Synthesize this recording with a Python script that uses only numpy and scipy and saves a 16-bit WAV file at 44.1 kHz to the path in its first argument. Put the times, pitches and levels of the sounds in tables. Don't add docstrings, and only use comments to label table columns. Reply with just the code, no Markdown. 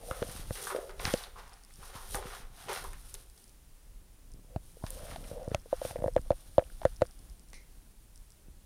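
import sys
import numpy as np
from scipy import signal
from scipy.fft import rfft, irfft
from scipy.io import wavfile
from scipy.ndimage import uniform_filter1d

SR = 44100
rng = np.random.default_rng(int(sys.argv[2]) if len(sys.argv) > 2 else 0)


def convert_level_to_amplitude(level_db):
    exponent = np.asarray(level_db, float) / 20
    return 10 ** exponent


def persist_wave(psi):
    counts = np.round(np.clip(psi, -1, 1) * 32767).astype(np.int16)
    wavfile.write(sys.argv[1], SR, np.atleast_2d(counts).T)


N = 381465
TIME = np.arange(N) / SR


def level(x, db):
    return x * convert_level_to_amplitude(db) / np.sqrt(np.mean(x ** 2))


def even(x, span_s):
    span = int(span_s * SR)
    power = uniform_filter1d(uniform_filter1d(x ** 2, span), span)
    return x / np.sqrt(power)


def band(x, hz, width):
    hz_in_range = min(hz, .45 * SR)
    return signal.lfilter(*signal.iirpeak(hz_in_range, hz / width, fs=SR), x)


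def body(x, peaks):
    out = 0
    for k, (hz, width, db) in enumerate(peaks):
        wide = 1.72 * width
        out = out + (-1) ** k * convert_level_to_amplitude(db) * band(band(x, hz, wide), hz, wide)
    return out


def colour(x, points):
    hz, db = np.transpose(points)
    f = np.maximum(np.arange(N // 2 + 1) * SR / N, 1)
    gain = convert_level_to_amplitude(np.interp(np.log(f), np.log(hz), db))
    return irfft(rfft(x) * gain, N)


def walk(rate):
    k = int(SR / rate)
    steps = np.repeat(rng.standard_normal(N // k + 1), k)
    return uniform_filter1d(uniform_filter1d(steps, k), k)[:N]


def slips(rate, spread_db, patchy_db):
    hit = (rng.random(N) < rate / SR) * np.sign(rng.standard_normal(N))
    size = np.minimum(rng.exponential(size=N), 3)
    return hit * convert_level_to_amplitude(spread_db * size + patchy_db * walk(45))


def swells(rows, tilt=0.):
    shape = 1.365
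    power = np.full(N, 1e-12)
    for s, rise, fall, db, *bright in rows:
        before = (s - TIME) / max(rise, .005)
        after = (TIME - s) / max(fall, .005)
        away = np.where(TIME < s, before, after)
        near = away < 3
        power[near] += convert_level_to_amplitude(db + tilt * sum(bright) - 20 * away[near] ** shape) ** 2
    return np.sqrt(power)


def add(out, s, x):
    i = int(s * SR)
    out[i:i + len(x)] += x[:N - i]


def decay(t, t60):
    return np.exp(-np.log(1000) * t / max(t60, .003))


def bursts(rows, snap, edge=0.):
    out, t = np.zeros(N), TIME[:8192]
    noises = rng.standard_normal((len(rows), len(t)))
    for (s, db, hz, t60, share), noise in zip(rows, noises):
        x = noise * (decay(t, t60) + snap * decay(t, 0.005))
        x = x - edge * (t == 0)
        x = band(band(x, hz, share * hz), hz, 1.4 * share * hz)
        add(out, s, convert_level_to_amplitude(db) * x / np.abs(x).max())
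    return out


# pitch in Hz, level in dB per Hz.
HUSH_COLOUR = [(15, -21.5), (45, 2.5), (100, -30.5), (200, -22.5), (500, -20.5), (1500, -25.5),
               (4000, -27.5), (7500, -27), (9600, -27), (12000, -27.5), (16000, -31)]


def room_hush():
    hush = level(colour(rng.standard_normal(N), HUSH_COLOUR), -65)
    return hush * convert_level_to_amplitude(0.846 * walk(9))


# pitch in Hz, level in dB.
WHINE_TONE = (14707, -85)


def whine():
    hz, db = WHINE_TONE
    return convert_level_to_amplitude(db) * np.sqrt(2) * np.sin(2 * np.pi * hz * TIME)


# time in seconds, level in dB.
HAND_SWAY = [(0.0, -53), (0.46, -46), (0.67, -58), (0.86, -50), (1.13, -46), (1.5, -55.5), (2.24, -48),
             (2.74, -59.5), (2.89, -44), (3.4, -55.5), (4.4, -53.5), (5.9, -46), (6.33, -40.5),
             (6.45, -48.5), (6.86, -42.5), (7.02, -44), (7.1, -49.5), (8.65, -54.5)]


def phone_sway():
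    s, db = np.transpose(HAND_SWAY)
    hand = convert_level_to_amplitude(np.interp(TIME, s, db))
    sway = even(band(band(rng.standard_normal(N), 27., 20.), 28., 40.0), .12)
    return hand * sway * convert_level_to_amplitude(4.5 * walk(11))


# peak in seconds, rise in seconds, fall in seconds, effort in dB.
RUG_LURCHES = [
    (0.25, .8, 0.69, -55),
    (1.1, 0.45, 0.24, -63),
    (2.72, 0.29, 0.46, -57.5),
    (5.23, 0.69, 0.46, -51.5),
    (6.04, 0.37, 0.092, -54.5),
    (6.6, 0.56, 1.1, -63.5),
    (4.4, 0.28, 0.34, -60),
    (7.5, .6, 0.66, -65),
    (1.06, 0.089, .15, -49),
]


def rug_rumble():
    def low(x):
        return even(band(band(x, 68.8, 160.0), 64.0, 290.0), .15)

    bumps = low(slips(rate=220.0, spread_db=4.5, patchy_db=3.0))
    murmur = low(rng.standard_normal(N))
    rest_db = -67
    return swells(RUG_LURCHES) * bumps + convert_level_to_amplitude(rest_db + 2.4 * walk(13)) * murmur


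# peak in seconds, rise in seconds, fall in seconds, effort in dB, brightness
# in dB.
SCRAPE_STROKES = [(0.1, 0.11, 0.18, -57.5, 21), (.33, 0.48, 0.28, -53.5, 2), (.53, 0.033, 0.29, -55, 14),
                  (.657, 0.19, 0.16, -46, 9.5), (.77, 0.16, 0.43, -64, 2), (1.01, 0.014, 0.13, -50, 3),
                  (1.07, 0.057, 0.2, -44, 0), (1.24, 0.27, 0.049, -53, -3.5),
                  (1.38, 0.051, 0.38, -66.5, -8.5), (1.78, 0.27, 0.26, -67, 8),
                  (1.83, 0.058, 0.25, -58.5, -0.5), (1.955, 0.072, 0.28, -58.5, -4),
                  (2.115, 0.17, 0.15, -55, 8), (2.155, 0.029, 0.07, -46.5, 13),
                  (2.23, 0.042, 0.15, -61.5, -12), (2.32, 0.16, 0.17, -53.5, -3.5),
                  (2.6, 0.1, 0.59, -58.5, -1), (2.695, 0.016, 0.12, -51, -5.5),
                  (2.75, 0.069, 0.092, -46, -2.5), (2.855, 0.059, 0.075, -57.5, 5),
                  (3.03, 0.46, 0.44, -64.5, 11), (3.08, .06, .06, -64, 18), (3.146, .005, 0.018, -51.5, 7),
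                  (3.2, 0.084, 0.055, -62, 11), (3.4, 0.25, 0.19, -67.5, 13),
                  (4.7, 0.23, 0.63, -71.5, 18), (4.92, 0.17, 0.79, -59, 8), (5.115, 0.13, 0.077, -57, -4),
               (5.28, 0.06, 0.11, -59, 6), (5.45, 0.53, 0.16, -74.5, -15), (5.54, 0.043, 0.013, -65.5, -12),
               (5.8, 0.2, 0.069, -61.5, -2), (5.874, 0.15, 0.093, -51, 5), (6.05, .3, 0.96, -70, 16),
               (6.949, 2.5, 0.78, -67.5, 7.5), (8.0, 2.09, 1.9, -78.5, 13)]
# peak in seconds, rise in seconds, fall in seconds, effort in dB.
BOARD_SHOVES = [(.36, 0.163, .3, -63), (.67, 0.14, 0.51, -49.5), (1.01, 0.016, 0.37, -52),
                (1.16, 0.027, 0.076, -57), (1.37, .03, .2, -67), (1.84, 0.078, 0.59, -61),
                (2.17, 0.066, 0.14, -44), (2.24, 0.071, 0.21, -55), (2.7, 0.026, 0.1, -44),
                (2.85, 0.022, 0.1, -51.5), (3.146, 0.014, 0.067, -59), (3.3, 0.63, .8, -78)]
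# pitch in Hz, width in Hz, level in dB.
BOARD_RINGS = [(380, 23.6, 3.5), (470, 79, -1), (606, 67, -6.5)]
# pitch in Hz, width in Hz, level in dB.
CELL_RINGS = [(767, 140, 8), (1100, 190, 3), (1458, 330, 0), (1750, 214, 4.5), (2323, 2300, -3.5)]
# pitch in Hz, width in Hz, level in dB.
RIB_RASP = [(3286, 1300, 1), (4124, 760, 4), (5414, 1500, 1.5)]
# pitch in Hz, level in dB per Hz.
FIBRE_HISS = [(3820, -47.5), (6500, -10.5), (7850, -6), (8750, 0), (9370, -0.5), (15000, -8), (16000, -27)]


def scraping():
    efforts = SCRAPE_STROKES
    coarse = slips(rate=900., spread_db=1.0, patchy_db=4.0)
    fine = slips(rate=5000., spread_db=3.8, patchy_db=2.5)
    board = swells(BOARD_SHOVES) * level(body(coarse, BOARD_RINGS), 1.0)
    cells = swells(efforts, tilt=-0.72) * level(body(coarse, CELL_RINGS), 1.64)
    rasp = swells(efforts, tilt=0.01) * level(body(fine + 0.35 * coarse, RIB_RASP), -2)
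    hiss = swells(efforts, tilt=0.23) * level(colour(fine + 0.69 * coarse, FIBRE_HISS), 0.083)
    return board + cells + rasp + hiss


# peak in seconds, rise in seconds, fall in seconds, effort in dB.
SKIN_RUBS = [
    (.12, 0.28, 0.31, -48),
    (4.55, 0.086, .02, -61.5),
    (.77, 0.032, 0.28, -47),
    (4.97, 0.11, 0.37, -53),
    (5.1, 0.27, 0.087, -53.5),
    (5.25, 0.09, 0.058, -56),
    (5.396, 0.14, 0.14, -44),
    (5.9, 0.073, 0.12, -57),
    (6.0, 0.039, 0.099, -45.5),
    (6.6, 0.65, 0.32, -72),
]
# pitch in Hz, width in Hz, level in dB.
RUBBED_SHELL_RINGS = [(515, 66.6, 5.5), (660, 150, -3)]


def hand_rubs():
    skin = slips(rate=3000., spread_db=2.2, patchy_db=2.2)
    return swells(SKIN_RUBS) * level(body(skin, RUBBED_SHELL_RINGS), 1.28)


# start in seconds, # peak in
# dB, centre in Hz.
SHARP_TICKS = [(0.1102, -36, 9500), (0.3152, -34, 9510), (0.6175, -40, 4500), (0.8939, -40, 4130),
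               (0.911, -44, 4500), (0.995, -34, 3750), (1.708, -48, 1800), (2.1083, -37, 10100),
               (2.8415, -31, 9940), (2.9327, -37, 8840), (3.1514, -37.5, 3700), (4.8653, -33, 4500),
               (4.8836, -40, 9540), (6.1637, -40, 5290), (6.3049, -41, 3550), (6.5818, -35, 3320),
               (6.64, -46, 2800), (6.8518, -36, 7000), (7.0194, -34, 6740), (7.532, -44, 4280),
               (4.9475, -40, 7500), (2.7307, -32, 1700), (0.6524, -30, 6500), (1.0529, -16, 4100),
               (1.138, -18, 5300), (2.146, -27, 1500), (2.146, -27, 5000), (2.1551, -20, 9400),
               (2.7316, -25, 9550), (3.1418, -25, 8400), (4.9051, -22, 10200), (5.5472, -21, 2900),
               (5.5472, -25, 6500), (1.1385, -24, 3000)]


def sharp_ticks():
    rows = [(*tick, .012, .6) for tick in SHARP_TICKS]
    return bursts(rows, snap=2.3, edge=23.0)


# start in seconds, peak in dB, centre in Hz, time to fall 60 dB in seconds,
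# width as a share of the centre.
CLAW_SNAGS = [(0.111, -23.5, 1280, 0.021, 0.86), (0.555, -36, 1310, 0.36, 2.1),
              (0.67, -26.5, 1220, 0.15, 0.44), (0.703, -28, 1220, 0.18, 0.59),
              (0.894, -39.5, 1140, 0.12, 0.75), (0.998, -27.5, 965, 0.073, 1.2),
              (1.054, -16, 1620, 0.012, 1.06), (1.06, -36, 4030, 0.6, 0.59),
              (1.068, -34, 1500, 0.021, 0.65), (1.175, -34.5, 4500, 0.043, .4),
              (1.238, -32.5, 3870, 0.072, 0.26), (1.24, -43, 1160, 0.051, 0.35),
              (1.359, -41.5, 1060, 0.55, 0.41), (1.828, -42.5, 1110, 0.35, 0.54),
              (1.95, -41.5, 1050, 0.3, 0.38), (2.226, -42, 1300, .03, 0.72),
              (2.145, -29.5, 780, 0.19, 0.88), (2.684, -30, 1110, 0.11, 1.5),
              (2.695, -30.5, 920, 0.098, 0.35), (2.841, -36.5, 1030, 0.11, 0.39),
              (2.931, -43, 1640, 0.11, 1), (3.143, -51, 880, 0.083, 0.34), (.574, -39, 1720, .04, 0.46),
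              (4.84, -36, 990, 0.016, 0.48), (4.866, -37.5, 1500, 0.077, 1.9),
              (5.105, -46.5, 3000, .08, .15), (5.112, -38.5, 1300, .04, 0.64),
              (5.24, -44.5, 1500, 0.068, 1.3), (7.532, -40.5, 1290, 0.036, 2.1)]


def claw_snags():
    return bursts(CLAW_SNAGS, snap=1.8)


# start in seconds, peak in dB, ring in Hz, # crack in dB against the
# peak, jolt in dB.
JOLTING_KNOCKS = [(0.112, -34, 547, -6, -34), (0.22, -25.5, 420, -27, -30), (0.508, -32, 530, -3, -28.5),
                  (2.147, -53, 860, -18, -38), (4.562, -31.5, 660, -6.5, -25.5), (4.839, -35, 660, -24, -29),
                  (5.314, -36, 513, -13, -37.5), (5.478, -30.5, 513, -39, -30.5), (5.516, -30, 470, -13, -30),
                  (5.547, -22.5, 606, 0.5, -27), (5.851, -25, 530, -12, -36), (5.91, -36.5, 694, -0.5, -39.5),
                  (5.989, -45, 526, 0, -34.5), (6.022, -32, 536, -14, -32), (6.061, -26.5, 567, -20, -27),
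                  (6.1645, -11.5, 539, -17.5, -28.5), (6.306, -12.5, 562, -20.5, -25.5),
                  (6.582, -7, 560, -22, -24), (6.853, -11, 550, -11.5, -23.5),
                  (7.02, -11.5, 543, -12.5, -24.5)]
# start in seconds, peak in dB, ring in Hz, # crack in dB
PLAIN_KNOCKS = [(0.227, -24, 504, -2.5), (0.749, -23, 470, -20), (0.763, -27.5, 520, -6.5),
                (0.771, -36, 560, -25), (0.787, -30, 460, -20), (0.832, -42, 480, -20),
                (1.14, -18.5, 520, -9), (2.696, -40, 390, 0), (4.77, -45.5, 474, -17),
                (5.161, -34.5, 676, -1.5), (5.659, -41.5, 476, -22), (5.729, -16, 550, -38),
                (5.817, -25.5, 547, -18), (5.929, -44, 544, -19), (5.959, -25.5, 515, -19),
                (5.983, -44, 715, -10), (6.004, -43, 576, -7), (6.042, -17.5, 532, -27),
                (6.081, -20.5, 530, -20), (6.16, -34, 534, -29.5), (6.179, -43, 630, -12.5),
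                (6.184, -40, 534, -18.5), (6.262, -51, 533, -24), (6.318, -28, 554, -8),
                (6.327, -35, 563, -15), (6.594, -24, 562, -6), (6.613, -43, 690, -21), (6.623, -36, 547, -19),
                (6.862, -42, 523, -29), (6.817, -34, 660, -8.5), (6.833, -38.5, 850, -2),
                (7.012, -35, 564, -8), (7.054, -55, 514, 9)]
# pitch in Hz, level in dB against the main ring,
# share of the shell's ringing time.
SHELL_SIDE_RINGS = [(690, -17, 1.0), (350, -17, .8), (1500, -36, .4)]
# pitch in Hz, width in Hz, level in dB.
CRACK_RINGS = [(1426, 590, 5), (1980, 680, -1.5), (3100, 1430, -5.5)]


def knocks():
    shell_t60_s, push_s, edge_s = 0.051, .0013, 0.00023
    out, t = np.zeros(N), TIME[:4096]
    push = (1 - np.exp(-t / push_s)) ** 1.92
    bent = t + .3 * .0035 * (1 - np.exp(-t / .0035))
    edge = t / edge_s * np.exp(1 - t / edge_s)
    rows = [*JOLTING_KNOCKS, *PLAIN_KNOCKS]
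    noises = rng.standard_normal((len(rows), len(t)))
    for (s, db, hz, crack_db, *_), noise in zip(rows, noises):
        modes = [(0.917 * hz, 0, 0.76), *SHELL_SIDE_RINGS]
        spot = 2 * noise[-len(modes):] * (np.arange(len(modes)) > 0)
        ring = np.zeros(len(t))
        for (f, mode_db, share), vary_db in zip(modes, spot):
            fall = decay(t, share * shell_t60_s) + 4.5 * decay(t, 0.011)
            ring += convert_level_to_amplitude(mode_db + vary_db) * np.sin(2 * np.pi * f * bent) * fall
        ring = push * ring
        crack = body(noise * (decay(t, 0.0055) + 0.058 * decay(t, 0.08)), CRACK_RINGS)
        crack = crack / np.abs(crack).max() + 0.94 * edge
        knock = ring / np.abs(ring).max() + convert_level_to_amplitude(crack_db) * crack
        add(out, s - .0008, -convert_level_to_amplitude(db) * knock)
    return out


# start in seconds, peak in dB, pitch in Hz.
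SOFT_THUDS = [(0.288, -41, 73), (0.351, -40.5, 82.5), (0.394, -38.5, 97.5), (0.439, -48, 75),
              (1.053, -36.5, 73), (1.075, -32, 73), (1.137, -18.5, 204), (1.788, -48.5, 96),
              (1.953, -42, 88), (2.254, -37.5, 112), (2.4, -50, 91), (2.5, -53, 90), (2.66, -54, 100),
              (4.342, -48, 123), (5.098, -43.5, 72.5), (5.122, -44, 86), (5.234, -55, 78), (6.191, -36, 73),
              (8.482, -46.5, 99.7)]


def thuds():
    lead_s, jolt_hz = 0.0016, 83.4
    out, t = np.zeros(N), TIME[:8192]
    rise = 1 - np.exp(-(t / .0008) ** 2)
    jolts = [(knock[0] - lead_s, knock[-1], jolt_hz) for knock in JOLTING_KNOCKS]
    for s, db, hz in [*SOFT_THUDS, *jolts]:
        swing = np.cos(2 * np.pi * hz * t) * decay(t, 2.6 / hz) * rise
        add(out, s + lead_s, -convert_level_to_amplitude(db + 8.5) * swing)
    return out


# start in seconds, peak in dB.
SINGLE_CLICKS = [(1.8402, -48), (1.8781, -49), (3.025, -53), (3.299, -45), (3.377, -43), (3.441, -45),
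                 (5.7648, -43), (6.0013, -50), (6.2153, -45), (6.8962, -51), (7.1103, -43), (7.191, -46),
                 (7.2982, -44.5), (7.3953, -45)]
# start in seconds, peak in dB, gap to the answer in seconds.
ANSWERED_CLICKS = [(1.479, -46, .0154), (1.5334, -43, 0.0059), (1.636, -42.5, .0128), (1.7385, -43, .0192),
                   (3.479, -46, .015), (4.318, -44.5, .019), (5.43, -46, .016), (7.063, -44.5, 0.0057),
                   (5.484, -45, .0155), (5.598, -48, .0185), (6.136, -45, 0.015), (6.9612, -43, 0.005),
                   (7.487, -47, 0.015), (8.1583, -44.5, 0.018), (8.304, -45, 0.016)]
# pitch in Hz, width in Hz, level in dB.
CLICK_RINGS = [(5330, 1250, -5.5), (7460, 1700, -9.5), (8900, 1400, -7.5)]


def clicks():
    first = [(s, db) for s, db, gap in ANSWERED_CLICKS]
    answer = [(s + gap, db - 0.5) for s, db, gap in ANSWERED_CLICKS]
    every = [*SINGLE_CLICKS, *first, *answer]
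    out = np.zeros(N)
    for hz, width, ring_db in CLICK_RINGS:
        rows = [(s, db + ring_db, hz, .006, width / hz) for s, db in every]
        out += bursts(rows, snap=.3, edge=2.7)
    return out


# start in seconds, peak in dB, centre in Hz.
LOOSE_CHATTER = [(5.4449, -56, 1550), (5.9665, -47, 1900), (6.035, -49, 1800), (6.0742, -44, 1600),
                 (6.1766, -37, 1560), (6.184, -44.5, 1160), (6.328, -46, 720), (6.6, -50, 1500),
                 (6.611, -47, 1210), (6.7, -50, 1450), (6.8625, -49, 1650), (7.031, -50.5, 1590),
                 (7.0205, -32, 1450), (6.8525, -42, 3300), (6.3055, -45, 3000), (4.823, -49, 900),
                 (4.85, -45, 1060)]


def chatter():
    return bursts([(*row, .014, .3) for row in LOOSE_CHATTER], snap=0.28)


# start in seconds, peak in dB, centre in Hz,
# time to fall 60 dB in seconds, width as a share of the centre.
HOLLOW_PUFF = [
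    (7.532, -45, 2206, 0.015, 0.28),
    (7.532, -48, 6130, .015, .2),
    (7.532, -50.5, 9660, .015, 0.25),
    (7.541, -50, 2140, 0.24, 0.14),
    (7.541, -50, 4100, 0.19, 0.2),
    (7.542, -50, 5600, 0.26, 0.27),
    (7.541, -53.5, 9200, 0.16, 0.14),
]


def puff():
    return bursts(HOLLOW_PUFF, snap=1.8)


def room(x):
    t60_s, tail_db = 0.35, -13.5
    t = TIME[:SR // 2]
    tail = band(rng.standard_normal(len(t)), 1500., 2700.0)
    tail = tail * decay(t, t60_s) * (t > .008)
    tail = tail / np.sqrt(np.sum(tail ** 2))
    return x + convert_level_to_amplitude(tail_db) * signal.fftconvolve(x, tail)[:N]


def scene():
    scratcher = room(scraping() + claw_snags() + puff())
    phone = phone_sway() + hand_rubs() + knocks() + thuds() + clicks() + chatter()
    background = room_hush() + whine() + rug_rumble()
    return (scratcher + sharp_ticks() + phone + background)[None]


def low_pass(x):
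    return signal.sosfilt(signal.butter(12, 16810, fs=SR, output="sos"), x)


# pitch in Hz, width in Hz, lift in dB.
MIC_HOLE = (9630, 930, 4.7)


def record(dry):
    hz, width, lift_db = MIC_HOLE
    mic = dry + (convert_level_to_amplitude(lift_db) - 1) * band(dry, hz, width)
    top_cut = signal.ellip(8, .2, 60, 15800, fs=SR, output="sos")
    mic = signal.sosfilt(top_cut, mic)
    return low_pass(mic)


dry = scene()
out = record(dry)
persist_wave(out)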